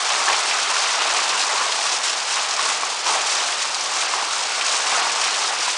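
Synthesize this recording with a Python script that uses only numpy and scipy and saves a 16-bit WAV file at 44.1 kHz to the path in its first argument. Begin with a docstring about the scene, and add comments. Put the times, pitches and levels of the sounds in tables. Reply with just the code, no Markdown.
"""Rain and small hail in a walled yard

Heard in mono from under a shelter, as two identical channels. Stones drum on the roof sheets in flurries
as dull clacks and short rings; rain splatters on wet earth as bursts of filtered clicks and noise.
Near stones tick, knock and crack on hard things, and the walls return a short echo.
Further off, the countless impacts merge into a wash of coloured noise."""
import sys
import numpy as np
from scipy import signal
from scipy.fft import rfft, irfft
from scipy.io import wavfile

SR = 44100
rng = np.random.default_rng(int(sys.argv[2]) if len(sys.argv) > 2 else 0)


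def pcm_store(signal):
    """Save signal as 16-bit PCM."""
    levels = np.round(np.clip(np.atleast_2d(signal), -1, 1) * 32767)
    wavfile.write(sys.argv[1], SR, levels.astype(np.int16).T)


N = 254456
T = np.arange(N) / SR  # s

# Layer levels between the bursts, at a shower strength of 0 dB
ROOF_DB, PATTER_DB, SPRAY_DB, HAIL_DB = -30.5, -30.5, -28, -32.5
KNOCKS_DB, SPLASHES_DB, WASH_DB = -4.0, -12.5, -29.5
PATTER_LAW, SPRAY_LAW = 1.64, 0.6  # dB of the layer per dB of the shower
PATTER_FROM_FLURRY, PATTER_FROM_SHEET = 0.56, 0.6  # shares of a burst's energy that fall as fat drops
YARD_T60_S, YARD_DB = 0.17, -24
TOP_HZ = 10100


def undb(db):
    """Decibels to gain."""
    return 10 ** (np.asarray(db) / 20)


def unit(x):
    """Scale to rms 1."""
    return x / np.sqrt(np.mean(x ** 2))


def add(out, s, sound):
    """Mix a sound in at s seconds."""
    i = int(np.clip(s * SR, 0, N - 1))
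    out[i:i + len(sound)] += sound[:N - i]


def fade(t, t60):
    """Exponential decay, 60 dB down after t60 seconds."""
    return np.exp(-np.log(1000) * t / t60)


def band(x, lo_hz, hi_hz):
    """Gentle band-pass."""
    edges_hz = [lo_hz, min(hi_hz, SR / 2 - 1)]
    return signal.sosfilt(signal.butter(2, edges_hz, "band", fs=SR, output="sos"), x)


def colour(x, points, size=4096):
    """Minimum-phase filter through (Hz, dB) points, so that impacts keep their sharp front."""
    hz, db = np.transpose(points)
    grid_hz = np.maximum(np.fft.rfftfreq(size, 1 / SR), 1)
    gain_db = np.interp(np.log(grid_hz), np.log(hz), db)
    # Folding the cepstrum forward in time makes the filter causal
    cepstrum = irfft(np.log(undb(gain_db)))
    cepstrum[1:size // 2] *= 2
    cepstrum[size // 2:] = 0
    response = irfft(np.exp(rfft(cepstrum)))
    return signal.fftconvolve(x, response)[:len(x)]


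def impacts(per_s, spread_db):
    """Sizes of impacts at random moments: many small ones, a few up to a largest size."""
    struck = rng.random(N) < per_s / SR
    size = np.minimum(rng.standard_exponential(N), 4)
    return struck * undb(spread_db * size)


def clicks(per_s, spread_db):
    """Sharp contacts of either sign."""
    return unit(impacts(per_s, spread_db) * np.sign(rng.standard_normal(N)))


def burst_envelope(sizes, t60):
    """Each impact adds energy that dies away at once; overlapping impacts sum in energy."""
    energy = signal.lfilter([1], [1, -fade(1 / SR, t60) ** 2], sizes ** 2)
    return np.sqrt(energy)


def pings(lo_hz, hi_hz, per_s, spread_db, cycles):
    """Impacts that each ring at the pitch of the spot struck, falling 60 dB in the given cycles."""
    out, t = np.zeros(N), T[:SR // 25]
    sizes = impacts(per_s, spread_db)
    pitch_hz = lo_hz * (hi_hz / lo_hz) ** rng.random(N)
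    for i in np.flatnonzero(sizes):
        ring = np.sin(2 * np.pi * pitch_hz[i] * t) * fade(t, cycles / pitch_hz[i])
        add(out, T[i], sizes[i] * ring)
    return unit(out)


def splatter(lo_hz, hi_hz, per_s, spread_db, t60, droplets_per_s, count=5):
    """Impacts throw up short, dying bursts of droplets, in bands each an octave wide."""
    out = np.zeros(N)
    for hz in np.geomspace(lo_hz, hi_hz, count):
        envelope = burst_envelope(impacts(per_s / count, spread_db), t60)
        droplets = envelope * clicks(droplets_per_s, spread_db=1.5)
        out += band(droplets, hz / np.sqrt(2), hz * np.sqrt(2))
    return unit(out)


def bursts(rows, attack_s, t60):
    """Energy of passing bursts: each sets in quickly, holds for its length and thins out."""
    energy = np.zeros(N)
    for s, length, db in rows:
        attack = np.clip((T - s) / attack_s, 0, 1)
        decay = fade(np.maximum(T - s - length, 0), t60)
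        energy += (undb(db) * attack * decay) ** 2
    return energy


def roof():
    """Stones on stiff, damped sheets: dull clacks and brief, hollow rings."""
    # Colour of the roof. Each row: frequency in Hz, relative level in dB.
    roof_tone = [(60, -44), (150, -29.5), (280, -19), (400, -15), (520, -13), (750, -1.5), (950, -0.5),
                 (1150, 2), (1450, -3.5), (2000, -21.5), (4000, -37), (10000, -41)]
    clacks = colour(clicks(per_s=1100, spread_db=2.0), roof_tone)
    rings = colour(pings(377, 1654, per_s=650, spread_db=1.5, cycles=21.8), roof_tone)
    return unit(unit(clacks) + undb(-1) * unit(rings))


def flurries():
    """Energy of the flurries of stones on the roof, each thinning out after its last dense moment."""
    # Flurries. Each row: start in seconds, length in seconds, strength in dB.
    flurry_rows = [(0.08, 0.15, 1.5), (0.26, 0.078, 6.5), (0.99, 0.2, 0), (1.28, 0.1, 3), (1.5, 0.12, 3.5),
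                   (1.87, 0.04, 0), (2.355, 0.03, 1), (2.58, 0.15, -1), (3.05, 0.14, 4), (3.33, 0.046, 1),
                   (4.12, 0.11, 1.5), (4.9, 0.15, 4), (5.35, 0.17, -2)]
    return bursts(flurry_rows, attack_s=0.022, t60=0.27)


def knocks():
    """A big stone rings a roof sheet for a few cycles, with a rattle of ice."""
    # Big stones on the roof. Each row: time in seconds, peak in dB within this layer, ring in Hz.
    knock_rows = [(0.103, -10, 1090), (0.282, -6.5, 1760), (0.288, -19, 905), (0.299, -6.5, 1080),
                  (0.311, -11, 780), (0.764, -9, 1410), (1.189, -11, 1080), (2.375, -11, 1100),
                  (2.592, -5.5, 1106), (2.66, -10, 1100), (2.833, -8, 1120), (3.062, -10, 1000),
                  (3.096, -5.5, 875), (3.125, -12, 920), (3.157, -12.5, 770), (3.653, -10, 1120),
                  (4.137, -6, 1085), (4.334, -13, 1350), (4.924, -11, 790), (4.955, -8, 1280),
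                  (4.975, -10.5, 693), (5.68, -11, 980)]
    out, t = np.zeros(N), T[:SR // 10]
    for s, db, hz in knock_rows:
        ring = band(np.sin(2 * np.pi * hz * t) * fade(t, t60=0.03), 550, 2600)
        rattle = band(rng.standard_normal(len(t)), 700, 2600) * fade(t, t60=0.032)
        knock = ring + undb(0.5) * rattle
        add(out, s, undb(db) * knock / np.abs(knock).max())
    return out


def patter():
    """Fat drops slap the wet earth, and hailstones click and ring briefly among them."""
    # Colour of the wet earth. Each row: frequency in Hz, relative level in dB.
    earth_tone = [(100, -38), (400, -14), (1000, 0.5), (1800, -1), (2600, 1), (3500, -3), (5000, -8),
                  (10000, -40)]
    drops = splatter(696, 5580, per_s=1000, spread_db=1.0, t60=0.083, droplets_per_s=7000)
    stones = pings(1484, 4030, per_s=380, spread_db=1.5, cycles=25.0)
    return unit(colour(drops + undb(-10.5) * stones, earth_tone))


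def sheets():
    """Energy of the sheets of rain that sweep the ground near by."""
    # Sheets of rain. Each row: start in seconds, length in seconds, strength in dB.
    sheet_rows = [(0.03, 0.26, -0.5), (0.31, 0.11, -5), (0.75, 0.18, -3.0), (1.08, 0.074, -7),
                  (1.37, 0.032, 4.5), (1.79, 0.17, -1), (2.02, 0.067, 1), (2.28, 0.12, 0.5),
                  (2.58, 0.13, -0.5), (3.04, 0.12, 2.5), (3.25, 0.15, 0.5), (3.6, 0.047, 0),
                  (3.94, 0.09, 1), (4.31, 0.12, -2.5), (4.64, 0.15, 0.5), (4.85, 0.14, -0.5),
                  (5.19, 0.08, -0.5), (5.36, 0.14, -3), (5.6, 0.11, 0)]
    return bursts(sheet_rows, attack_s=0.022, t60=0.22)


def spray():
    """Water bursts into fine, bright droplets, and small ice pellets tick."""
    # Colour of the spray. Each row: frequency in Hz, relative level in dB.
    spray_tone = [(300, -32.5), (1500, -6), (3000, -3.5), (4300, -0.5), (5500, 1.5), (7000, -1), (8500, -4),
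                  (10000, -10.5)]
    drops = splatter(3280, 9000, per_s=1100, spread_db=0.5, t60=0.026, droplets_per_s=11000)
    ice = pings(3620, 9000, per_s=270, spread_db=4.5, cycles=44)
    pellets = undb(-16.5) * ice + undb(-18) * clicks(per_s=110, spread_db=1.5)
    return unit(colour(drops + pellets, spray_tone))


def shatter(per_s, spread_db, t60):
    """A hailstone cracks at once and its fragments scatter in a burst of noise that dies away."""
    return unit(burst_envelope(impacts(per_s, spread_db), t60) * rng.standard_normal(N))


def hail():
    """The nearer stones stand out one by one on brick and hard ground."""
    return unit(band(shatter(per_s=70, spread_db=1.0, t60=0.06), 2640, 7500))


def splashes():
    """A near impact on the wet ground bursts into droplets within a few hundredths of a second."""
    # Near drops and stones. Each row: time in seconds, peak in dB within this layer, nominal pitch in Hz.
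    splash_rows = [(0.329, 0, 2720), (0.4558, -4, 2020), (0.5098, 0.5, 2510), (0.7714, -8, 4640),
                   (0.89, -2, 2200), (1.166, -2, 5200), (1.295, -1, 4210), (1.3924, -4, 5600),
                   (1.7217, 1.5, 4050), (1.7783, -2, 5320), (2.3694, -1, 2630), (2.3948, -3, 4530),
                   (2.5093, 0.5, 5170), (2.699, -3.5, 2550), (3.2734, -6, 5000), (3.526, -2, 2660),
                   (3.745, 1, 5000), (3.8086, 1, 5350), (3.8404, -6, 7050), (4.3311, -4, 6250),
                   (4.391, -6, 3180), (4.611, 3, 2920), (5.214, 1, 4740), (5.696, -5, 4500)]
    out, t = np.zeros(N), T[:SR // 10]
    for s, db, hz in splash_rows:
        droplets = rng.standard_normal(len(t)) * fade(t, t60=0.04)
        splash = band(droplets, hz / 1.5, hz * 1.26)
        add(out, s, undb(db) * splash / np.abs(splash).max())
    return out


def ticks():
    """A stone right beside the microphone: one hard click and a faint low thud."""
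    # Closest stones. Each row: time in seconds, click peak in dB, thud level in dB.
    tick_rows = [(0.3303, -18, -34), (3.695, -8, -40)]
    out, t = np.zeros(N), T[:SR // 10]
    click = band(1.0 * (t == 0), 700, 8500)
    click /= np.abs(click).max()
    thud = np.sin(2 * np.pi * 130 * t) * fade(t, t60=0.012)
    for s, click_db, thud_db in tick_rows:
        add(out, s, undb(click_db) * click + undb(thud_db) * thud)
    return out


def yard(x):
    """Walls and shelter return a short, diffuse echo."""
    t = T[:SR // 2]
    echo = band(rng.standard_normal(len(t)), 160, 9200) * fade(t, YARD_T60_S)
    echo *= t > 0.006  # the first return comes after 6 ms
    return x + undb(YARD_DB) * signal.fftconvolve(x, echo / np.linalg.norm(echo))[:N]


def wash():
    """Distant impacts, too many to tell apart, merge into steady coloured noise."""
    # Colour of the distance. Each row: frequency in Hz, relative level in dB.
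    far_tone = [(25, -38), (70, -33.5), (130, -19.5), (250, -11), (450, -1), (900, 5.5), (2000, 4),
                (5000, 1.5), (7000, -10), (10000, -17)]
    return unit(colour(rng.standard_normal(N), far_tone))


def scene():
    """Roof flurries and sheets of rain add to the shower, over the wash of distant rain."""
    # Slow strength of the whole shower. Each row: time in seconds, strength in dB.
    shower_points = [(0.0, 1), (0.55, 2.5), (1.1, 3.0), (1.65, 1.5), (2.25, -0.5), (2.7, 0.5), (3.0, -3),
                     (3.4, 2.0), (3.75, -3), (4.0, 1), (4.27, -2), (4.7, 1.5), (5.3, 2), (5.77, -1)]
    shower_db = np.interp(T, *np.transpose(shower_points))
    flurry, sheet = flurries(), sheets()
    # Shower and bursts add as energy
    on_roof = np.sqrt(undb(shower_db) ** 2 + flurry)
    fat_drops = PATTER_FROM_FLURRY * flurry + PATTER_FROM_SHEET * sheet
    on_earth = np.sqrt(undb(PATTER_LAW * shower_db) ** 2 + fat_drops)
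    close_by = np.sqrt(undb(SPRAY_LAW * shower_db) ** 2 + sheet)

    dull = undb(ROOF_DB) * on_roof * roof() + undb(PATTER_DB) * on_earth * patter()
    bright = close_by * (undb(SPRAY_DB) * spray() + undb(HAIL_DB) * hail())
    near = undb(KNOCKS_DB) * knocks() + undb(SPLASHES_DB) * splashes() + ticks()
    mono = yard(dull + bright + near) + undb(WASH_DB) * wash()
    return np.tile(mono, (2, 1))


def record(dry):
    """The recorder cuts the top steeply."""
    return signal.sosfilt(signal.ellip(12, 0.1, 80, TOP_HZ, fs=SR, output="sos"), dry)


dry = scene()
out = record(dry)
pcm_store(out)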